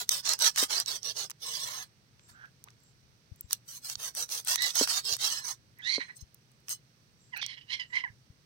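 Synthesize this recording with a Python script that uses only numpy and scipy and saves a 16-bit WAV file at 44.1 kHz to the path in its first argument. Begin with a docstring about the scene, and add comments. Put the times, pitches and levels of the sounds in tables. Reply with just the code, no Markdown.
"""A heavy knife saws steaks off a fish on a wooden block outdoors: grainy friction noise, split into bands.
Noise bursts are snapping fibres, clicked modes are knocks on the wood, noise-fed modes are the dragged blade.
Rough squeals are stick-slip partials; low damped sines are soft low thumps of wind and handling at the microphones.
An insect buzzes in narrow-band noise over an open-air floor and a little wind.
Two microphone ports, each with its own resonances, pick up the scene."""
import sys
import numpy as np
from scipy import signal
from scipy.fft import rfft, irfft
from scipy.io import wavfile
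from scipy.ndimage import uniform_filter1d

SR = 44100
rng = np.random.default_rng(int(sys.argv[2]) if len(sys.argv) > 2 else 0)


def master_out(mix):
    """Clip the mix to full scale and print it as 16-bit PCM to the path in sys.argv[1]."""
    frames = np.transpose(np.atleast_2d(mix))
    ceiling = np.clip(frames, -1, 1)
    pcm = np.round(ceiling * 32767).astype(np.int16)
    wavfile.write(sys.argv[1], SR, pcm)


N = 372644  # samples

# The blade's flat dragged over wood or bone. Each row: start and end of the full level in seconds,
# ringing level in dB, its change in dB, lift of the low modes in dB per octave.
DRAGS = [(1.45, 1.83, -59, -4.5, 3), (3.7, 3.766, -66.5, 5, -6), (3.85, 3.855, -57, 8, -8),
         (5.3, 5.43, -52.5, -12, 2.5), (5.49, 5.5, -52.5, -5, 0.5), (6.03, 6.13, -71, -14, 3),
         (6.162, 6.168, -64.5, 8.5, -18), (6.19, 6.196, -70.5, -11, 2.5), (6.212, 6.218, -57, -14, -5.5),
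         (6.702, 6.748, -42, -10.5, -7.5)]
# Bending modes of the steel blade. Each row: frequency in Hz, level in dB, 60 dB decay time in seconds.
BLADE_MODES = [(1060, -12, .04), (1750, -8, .05), (2005, -9, .06), (2985, -9, .11), (3350, -12, .05),
               (4160, -5, .1), (4950, -14, .05), (5300, -12, .05), (6260, -8, .05), (7200, -13, .05),
               (8285, -6, .07), (9500, -12, .05), (12200, -21, .05), (13800, -21, .05), (15200, -21, .05)]
TOUCH_DB_PER_S, LIFT_DB_PER_S = 1211, 1097.5   # rise and fall of a drag
PORT_DELAY = 11   # samples; the ports lie a few cm apart


def amp(db):
    """Converts a level in dB to a linear gain."""
    return np.exp(np.asarray(db) * (np.log(10) / 20))


def unit(x):
    """Normalises power: scales to rms 1."""
    return x / np.sqrt(np.mean(x ** 2) + 1e-20)


def butter(x, hz, kind, order=2):
    """Limits the bandwidth with a maximally flat low-, high- or band-pass."""
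    return signal.sosfilt(signal.butter(order, hz, kind, fs=SR, output="sos"), x)


def wander(rate_hz, size=1):
    """Slow random modulation: low-passed noise of rms 1."""
    step = 1 if rate_hz > 100 else 32   # drawn coarsely when it is slow
    noise = rng.standard_normal((size, N // step + 3000))
    slow = butter(noise, rate_hz * step, "low")[:, 2000:]   # the filter's onset is dropped
    return np.squeeze([np.interp(np.arange(N) / step, np.arange(len(v)), unit(v)) for v in slow])


def pair(x):
    """Spatial coherence: two draws become left and right, alike in the bass and unrelated above."""
    shared_hz = 680   # both ports hear the same pressure below this
    return butter(x[0], shared_hz, "low") + butter(x, shared_hz, "high")


def ring(x, hz, t60):
    """A damped resonator: a unit click sets a decaying sine of height 1 ringing."""
    radius = amp(-60 / (t60 * SR))
    w = 2 * np.pi * hz / SR
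    return signal.lfilter([0, np.sin(w)], [1, -2 * radius * np.cos(w), radius * radius], x + 1e-18)


def peaks(x, table):
    """Resonances in series: a chain of filters, each a peak or a dip."""
    for hz, width_hz, db in table:
        w, g = 2 * np.pi * hz / SR, amp(db / 2)
        k = np.sin(w) * width_hz / hz / 2
        zeros = [1 + k * g, -2 * np.cos(w), 1 - k * g]
        poles = [1 + k / g, -2 * np.cos(w), 1 - k / g]
        x = signal.lfilter(zeros, poles, x)
    return x


def played(rows, rise_db_per_s, fall_db_per_s):
    """Masking by the loudest event: gives its level in dB, age in seconds and smoothed further columns.

    Each event rises, holds with a steady change and falls, all linear in dB."""
    t, rows = np.arange(N) / SR, np.array(rows, float)
    level_db, loudest = np.full(N, -120.0), np.zeros(N, int)
    rises = rise_db_per_s * np.ones(len(rows))
    for k, ((start, end, db, change_db), rise) in enumerate(zip(rows[:, :4], rises)):
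        times = [start - 1, start, max(end, start + 1 / SR), end + 1]
        own_db = db + np.interp(t, times, [-rise, 0, change_db, change_db - fall_db_per_s])
        loudest[own_db > level_db] = k
        level_db = np.maximum(level_db, own_db)
    age = t - rows[loudest, 0]
    return level_db, age, *uniform_filter1d(rows[loudest, 4:].T, size=300)


def air():
    """Diffuse noise with a shaped spectrum is far rustle and rumble; wind adds separate lumpy bass at each port."""
    # Spectrum of the open-air floor. Each row: frequency in Hz, relative level in dB per Hz.
    air_spectrum = [(30, -45), (70, -29.5), (120, 2.5), (180, -7.5), (280, -14), (600, -17.5),
                    (2000, -22.5), (5000, -29.5), (9000, -35.5), (16000, -34)]
    points_hz, points_db = np.transpose(air_spectrum)
    hz = np.maximum(np.arange(N // 2 + 1) * SR / N, 1)
    shape = amp(np.interp(np.log(hz), np.log(points_hz), points_db))
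    far = unit(irfft(rfft(pair(rng.standard_normal((2, N)))) * shape, N))
    wind = unit(butter(rng.standard_normal((2, N)), [45, 130], "band")) * amp(1.3 * wander(3))
    return amp(-65.5) * far + amp([[-68], [-75]]) * wind


def insect():
    """Narrow-band noise from one sharp resonance makes short buzzes that swell and fade."""
    # Each row: start in seconds, length in seconds, level in dB.
    buzz_rows = [(2.193, 0.18, -67.5), (2.786, 0.15, -71.5), (3.364, 0.13, -70), (7.163, 0.17, -71.5),
                 (7.859, 0.12, -72)]
    buzz_hz, width_hz = 7500, 130
    swell = np.zeros(N)
    for s, length, db in buzz_rows:
        at, n = round(s * SR), round(length * SR)
        swell[at:at + n] = amp(db) * np.sqrt(np.hanning(n))
    t60 = np.log(1000) / np.pi / width_hz   # a narrow resonance decays slowly
    return swell * unit(ring(rng.standard_normal((2, N)), buzz_hz, t60))


def thumps():
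    """Heavily damped low resonance: soft low thumps of wind and handling at the microphones."""
    # Each row: time in seconds, level in dB, frequency in Hz, left-right difference in dB.
    thump_rows = [(2.31, -51, 116, 10), (3.315, -38, 97.5, 22), (3.441, -41.5, 70.5, 19.5),
                  (3.967, -51, 96, -22), (5.119, -45, 102, 15), (6.222, -36.5, 68.4, 18),
                  (8.098, -44, 107.4, -12), (8.298, -39, 107, 6)]
    out = np.zeros((2, N))
    for s, db, hz, pan_db in thump_rows:
        push = np.zeros(N)
        push[round(s * SR)] = amp(db)
        thump = butter(ring(push, hz, 0.038), 194, "low", order=4)
        out += thump * amp([[pan_db / 2], [-pan_db / 2]])
    return out


def knocks():
    """Impulse response of a modal body: the edge meets the block and its modes ring."""
    # Each row: time in seconds, relative level in dB.
    knock_rows = [(0.627, -28), (4.812, -19.5), (5.981, -29)]
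    # Modes of the wooden block. Each row: frequency in Hz, level in dB, 60 dB decay time in seconds.
    block_modes = [(279, 8, 0.045), (429, 9, 0.025), (539, -2.5, 0.043), (1000, -9.5, 0.042),
                   (1420, -14, 0.0093)]
    hits = np.zeros(N)
    for s, db in knock_rows:
        hits[round(s * SR)] = amp(db - 7.5)
    out = sum(amp(db) * ring(hits, hz, t60) for hz, db, t60 in block_modes)
    return np.array([butter(out, 296, "high", order=3)] * 2)


def snaps():
    """Sudden release of tension: each snap is a noise burst of a millisecond or two in three bands."""
    # Fibres snap, the edge ticks, fingers unstick. Each row: time in seconds, relative level in dB,
    # dull part in dB, bright part in dB, left-right difference in dB.
    snap_rows = [(0.0916, -2, -14, -15, 2), (0.253, -14, -11, -19, -6), (0.2746, -14, -6, -18, -8),
                 (0.2916, -4, -15, -16, -1), (0.3348, -10, -9, -10.5, -5), (0.3902, -17.5, -7, -9, 3),
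                 (0.3995, -16, -29, -14, -5), (0.4215, -8.5, -18, -9, -3), (0.443, -7, -5, -18, 11),
                 (0.477, -14, -17.5, -14, -0.5), (0.56, -9.5, -6.5, -22, 4.5), (0.576, -11, -2.5, -27, 6),
                 (0.636, -23, 4.5, -27, 20), (0.7085, -27, 5, -26, 20), (0.8, -20.5, -22, -7.5, 14),
                 (0.86, -17, -35, -22, 0), (1.03, -21, -30, -26, 1), (1.1815, -24, -27, -22, 1),
                 (1.2982, -26, 4.5, -9, -3), (1.3051, -21, -13, -10, 4.5), (1.3128, -33.5, -1.5, -15, -23),
                 (2.1944, -53, 18, -29, 5), (2.456, -50, 8, -14, -4), (2.6398, -36, -12, -2, -3),
                 (2.685, -47.5, 15, -27, 7), (2.7036, -37, -12, -27, 7), (2.8024, -58, -18, -3, -4),
                 (2.835, -55, -7.5, -5, 10), (3.3597, -58.5, -26.5, 7, -0.5), (3.4087, -58.5, -21, 35.5, 0),
                 (3.5084, -21, -4.5, -15, -9), (3.5298, -8, -8, -4.5, -3.5), (3.898, -15, -6.5, -14, -3),
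                 (3.9542, -17, -9, -27, -1), (4.15, -26, -1, -5.5, 3), (4.2905, -21, -8, -30, 11),
                 (4.4482, -32, -28, -1, 9), (4.4726, -16, -4, -10, 4), (4.5573, -5.5, -7.5, -12, -2.5),
                 (4.621, -9.5, -30, -14.5, 7), (4.7548, -21.5, 2, 5, -4), (4.8747, -14.5, 1, -20, 8.5),
                 (5.0513, -21, -22, -14, 3), (5.166, -22, -4.5, -10, 5), (5.493, -41, -2, -17, 5),
                 (5.7867, -65, 6, 19, -2.5), (6.3447, -52, -14.5, 12.5, -4), (6.516, -52, -20, -7, 7),
                 (6.6024, -71, -19, 9, 8), (6.6834, -23, 0, -16, -5), (6.6928, -22.5, -5.5, -9, 9),
                 (7.3672, -54, -5, -1.5, 27.5), (7.3744, -43.5, -7.5, 15, -4), (7.4268, -35, 17, -12, -8.5),
                 (7.463, -16.5, -8, -18.5, -2.5)]
    decay_s, attack_s, length = .0016, .0003, 600   # length in samples
    out, t = np.zeros((2, N + length)), np.arange(length) / SR
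    puffs = rng.standard_normal((len(snap_rows), 2, length))
    for (s, db, dull_db, bright_db, pan_db), puff in zip(snap_rows, puffs):
        burst = puff * np.exp(-t / decay_s) * np.minimum(t / attack_s, 1)
        crack = butter(burst, [3400, 7200], "band", order=3)
        crack += amp(dull_db + 3.0) * butter(burst, [900, 3200], "band")
        bright_hz = np.clip(8986 + 150 * bright_db, 7000, 12500)   # a stronger bright part starts higher
        crack += amp(bright_db + 12) * butter(burst, bright_hz, "high", order=3)
        at = round(s * SR)
        out[:, at:at + length] += amp(db - 8) * crack * amp([[pan_db / 2], [-pan_db / 2]])
    return out[:, :N]


def squeals():
    """Stick-slip oscillation, about a thousand a second; roughness smears the partials, the upper ones most."""
    # Each row: start and end of the full level in seconds, relative level in dB, its change in dB,
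    # swell in seconds, slip rate in Hz, rate it slides to in Hz, roughness 0-1, pressure 0-1,
    # odd partials from the third up in dB (every second slip is weaker at times).
    squeal_rows = [(2.355, 2.448, -69, 11.5, 0.12, 737, 782, 0.98, 0.38, -22),
                   (2.677, 2.675, -59.5, -1.5, .025, 583, 900, 0.6, 0.44, -13),
                   (4.58, 4.651, -41.5, 2, .015, 936, 996, 0.36, 0.66, -34),
                   (5.795, 5.815, -59, -2, .03, 1000, 1036, 0.93, 0.24, -25),
                   (5.865, 5.961, -41, 3.5, 0.06, 949, 1071, 0.4, 0.69, -15.5),
                   (6.005, 6.026, -42, -3, 0.014, 1000, 1040, 1, 0.45, -14),
                   (6.09, 6.1, -55, 4.5, 0.029, 993, 920, 0.94, 0.32, -31),
                   (7.335, 7.348, -48.5, -0.5, .012, 993, 780, 0.37, 0, 2.5),
                   (7.365, 7.4, -51.5, -3, 0.029, 810, 850, 0.72, 0.16, 12.5),
                   (7.417, 7.449, -47.5, -4.5, 0.0094, 1158, 1030, 0.8, 0.59, 6),
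                   (7.493, 7.54, -51, -3.5, 0.06, 1064, 1016, 0.66, 0.58, 0),
                   (7.581, 7.572, -57, 0.5, .03, 1014, 1010, 0.94, 0.38, 5),
                   (7.615, 7.624, -69.5, -2, 0.034, 987, 988, 1, 0.46, 10.5),
                   (7.705, 7.744, -48, 8.5, .03, 991, 1079, 0.58, 0.55, 3.5),
                   (7.798, 7.823, -41.5, -8, 0.0088, 1024, 930, 0.39, 0.44, 5.5),
                   (7.904, 7.907, -60, -0.5, 0.0074, 983, 960, 0.49, 0.27, -7),
                   (7.931, 7.97, -45.5, 11.5, 0.013, 973, 1049, 0.5, 0.36, -7),
                   (7.96, 8.009, -37.5, -11, 0.032, 1013, 1004, 0.57, 0.41, -0.5),
                   (8.04, 8.042, -35.5, -2.5, 0.0048, 1022, 697, 0.15, 0.12, -13.5),
                   (8.076, 8.09, -60.5, -3, 0.015, 965, 996, 0.8, .03, -6)]
    # Each row: multiple of the slip rate, level in dB at no pressure, level in dB at full pressure.
    partials = [(1, -6, -31), (2, 6.5, 0.5), (3, -9, 6), (4, -41.5, 17), (5, -25.5, -13.5), (6, -54, -13),
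                (7, -33, -26.5), (8, -53.5, -9.5), (9, -59.5, -10.5)]
    swell_db, die_db_per_s, slide_s = 25.5, 698.5, .046
    rises = swell_db / np.transpose(squeal_rows)[4]
    db, age, _, first_hz, last_hz, rough, pressure, odd_db = played(squeal_rows, rises, die_db_per_s)
    # The slide is already under way during the swell.
    hz = first_hz + (last_hz - first_hz) * np.clip(age / slide_s, -1.1, 1)
    phase = 2 * np.pi * np.cumsum(hz * (1 + 0.01044 * wander(135))) / SR
    out = 0
    for k, soft_db, hard_db in partials:
        smear = np.clip(rough * (0.5 + 0.21 * k), 0, 1)
        a, b = wander(110 + 35 * k, size=2)
        flutter = a * np.cos(k * phase) + b * np.sin(k * phase)   # a partial widened into a noise band
        line = np.sqrt(2) * np.sin(k * phase) * (1 + rough * wander(73))
        partial_db = soft_db + pressure * (hard_db - soft_db)
        if k % 2 and k > 1:
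            partial_db = partial_db + odd_db
        out = out + amp(partial_db) * ((1 - smear) * line + smear * flutter)
    # Pressed hard, the contact also rasps, more so in loud squeals.
    hiss = unit(butter(rng.standard_normal(N), [2700, 7500], "band"))
    rasp_db = -7.5 + 0.61 * (db + 38.5)
    out = out + amp(rasp_db) * pressure ** 2 * amp(3 * wander(90)) * hiss
    call = amp(db + 5.5) * out
    # The steel rings along.
    call = call + 0.011 * sum(amp(mode_db) * ring(call, mode_hz, t60) for mode_hz, mode_db, t60 in BLADE_MODES)
    echo = 0.11 * np.roll(call, round(.031 * SR))   # off a nearby wall
    left = np.roll(call, 10) * amp(-7.0) + echo     # later and weaker than the right
    right = call + np.roll(echo, 300)
    return np.array([left, right])


def blade():
    """Friction-driven modal vibration: rubbing noise feeds the steel's modes, each with a changing grip."""
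    ring_db, _, lift_db = played(DRAGS, TOUCH_DB_PER_S, LIFT_DB_PER_S)
    out, grips = 0, amp(3.2 * wander(10.2, size=len(BLADE_MODES)))
    for (hz, db, t60), grip in zip(BLADE_MODES, grips):
        drive_db = ring_db + db + lift_db * np.log2(8000 / hz)
        rub = amp(drive_db) * grip * rng.standard_normal(N)
        out = out + ring(rub, hz, t60) / np.sqrt(t60 * SR / 120.0)   # long modes gather more noise
    return np.array([out, np.roll(out, PORT_DELAY)])


def hollows(x, patch_db, rate_hz):
    """Cavity resonance of blade, slice and block: narrow bands swell and fade at random, each on its own."""
    out = butter(x, 9800, "high", order=4)
    swell = amp(patch_db * wander(rate_hz, size=48))
    swell = swell / np.sqrt(uniform_filter1d(swell ** 2, size=9, axis=0))   # neighbours share the same energy
    for k, hz in enumerate(np.geomspace(380, 9500, num=48)):
        band = butter(x, [hz / 1.022, hz * 1.022], "band", order=1)
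        out = out + (-1) ** k * swell[k] * band
    return out


def sawing():
    """Granular friction: the edge tears fibres in dense uneven grains that clump; a flat drag sounds hollower."""
    # Saw strokes and rubs. Each row: start and end of the full bite in seconds, friction level in dB,
    # its change over the stroke in dB, then relative levels in dB of the slice's body, the flesh,
    # the lower edge noise and the skin.
    stroke_rows = [(0.0, 0.024, -35, -3.5, 1, -7.5, 3, -1.5), (0.118, 0.196, -29.5, -9.5, -8, -12, 2, -3),
                   (0.259, 0.331, -30.5, 6, -8, -10.5, -6, -15),
                   (0.418, 0.478, -26.5, 6.0, -11, -10, 0.0, -9.0),
                   (0.582, 0.636, -24.5, 1, -17, -10, -3.0, -8),
                   (0.708, 0.804, -30.0, 1, -8.5, -9.5, -3.5, -12),
                   (0.882, 0.966, -33.5, -4, -5, -12.0, 1.5, -8),
                   (1.048, 1.11, -37.5, 0.5, -0.5, -15, 2, -9.5),
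                   (1.175, 1.252, -32.0, -7, -1.5, -13, -1.0, -11.0),
                   (1.43, 1.644, -41.0, 0.5, -1, -20, 5, -4.5), (1.66, 1.83, -41, -4.5, -6.5, -4, 2, -2.5),
                   (2.296, 2.32, -58, -6, -12, -3.5, -3, -4), (3.531, 3.535, -37.5, -7, -1, -11, 7, 2),
                   (3.69, 3.778, -54, -0.5, -24, -9, 5.5, 6.5),
                   (3.848, 3.93, -44, 3, -15.5, -12, 0.5, -0.5),
                   (4.001, 4.085, -41, 3, -2, -7.5, -0.5, -2.5),
                   (4.173, 4.231, -33.5, -0.5, -3.5, -11.5, -5.5, -4.5),
                   (4.314, 4.398, -37.0, -4.5, -5, -9.5, 1.5, 1),
                   (4.484, 4.545, -30, 0.0, -14, -9, -0.5, -3.5),
                   (4.624, 4.704, -31.5, -2, -9, -12.5, 1.5, -6.5),
                   (4.761, 4.841, -28, 3.5, -11.5, -13, -4.5, -10.5),
                   (4.885, 4.991, -30, 0.5, -16.5, -10.5, -1.0, -8.0),
                   (5.056, 5.138, -34.5, 6.5, -3.5, -18, -0.5, -9.0),
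                   (5.202, 5.25, -37.5, 11.5, -13, -12.5, 2.0, -8.5),
                   (5.26, 5.4, -29.5, -13, -16, -11.5, 0, -6),
                   (5.45, 5.52, -36.5, 0.5, -26, -9.5, -13.5, -10.5),
                   (6.714, 6.735, -42.5, -10, -6, -6, 0, 6.5)]
    bite_db_per_s, ease_db_per_s = 787.5, 700
    friction_db, _, body_db, flesh_db, low_edge_db, skin_db = played(stroke_rows, bite_db_per_s, ease_db_per_s)
    torn = rng.random(N) < 2500 * amp(5 * wander(60)) / SR   # thousands of tears a second, clumping
    sizes = torn * amp(3.5 * np.minimum(rng.exponential(1, N), 4))
    # Each tear hisses for a fraction of a millisecond.
    grit = 1.2 + 0.35 * unit(signal.lfilter([1], [1, -.93], sizes))
    dragged = 1.0 * (played(DRAGS, TOUCH_DB_PER_S, LIFT_DB_PER_S)[0] > -90)
    depth_db = 4.5 + 3 * uniform_filter1d(dragged, size=200)
    near, other = rng.standard_normal((2, N))
    both = pair(np.array([near, 0.16 * np.roll(near, PORT_DELAY) + 0.97 * other]))
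    noise = hollows(both * grit * amp(1.2 * wander(35)), patch_db=depth_db, rate_hz=7)
    noise = peaks(noise, [(1159, 1200, 1.5), (2450, 700, -9)])   # the slice's body and a gap above it
    body = amp(body_db - 17) * unit(butter(noise, [330, 780], "band", order=1))
    flesh = amp(flesh_db - 2.5) * unit(butter(noise, [780, 2300], "band"))
    low_edge = amp(low_edge_db - 11.5) * unit(butter(noise, [2500, 4300], "band"))
    edge = amp(-9.5) * unit(butter(noise, [4300, 7200], "band"))
    skin = amp(skin_db + 1.0) * unit(butter(noise, 5980, "high"))
    # Alternate signs join the parts without a notch.
    return amp(friction_db) * (flesh - body - low_edge + edge - skin)


def scene():
    """Superposition: the pressures of all sources add at the two ports."""
    return air() + insect() + thumps() + knocks() + snaps() + squeals() + blade() + sawing()


def record(dry):
    """Port resonance colours each side; deep bass and the top are cut."""
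    # Resonances of each port. Each row: frequency in Hz, width in Hz, level in dB.
    left_port = [(3704, 1200, 2.5), (6320, 3170, -12), (8200, 2570, 13.5)]
    right_port = [(2500, 1500, 2.5), (4440, 2080, 10), (5930, 1840, 14.5), (9300, 16500, -5.5),
                  (15000, 3100, -4)]
    coloured = np.array([peaks(dry[0], left_port), peaks(dry[1], right_port)])
    ports = butter(coloured, 49, "high")
    top_cut = signal.cheby2(22, 70, 16350, fs=SR, output="sos")   # 70 dB down from 16350 Hz
    return signal.sosfilt(top_cut, ports)


dry = scene()
out = record(dry)
master_out(out)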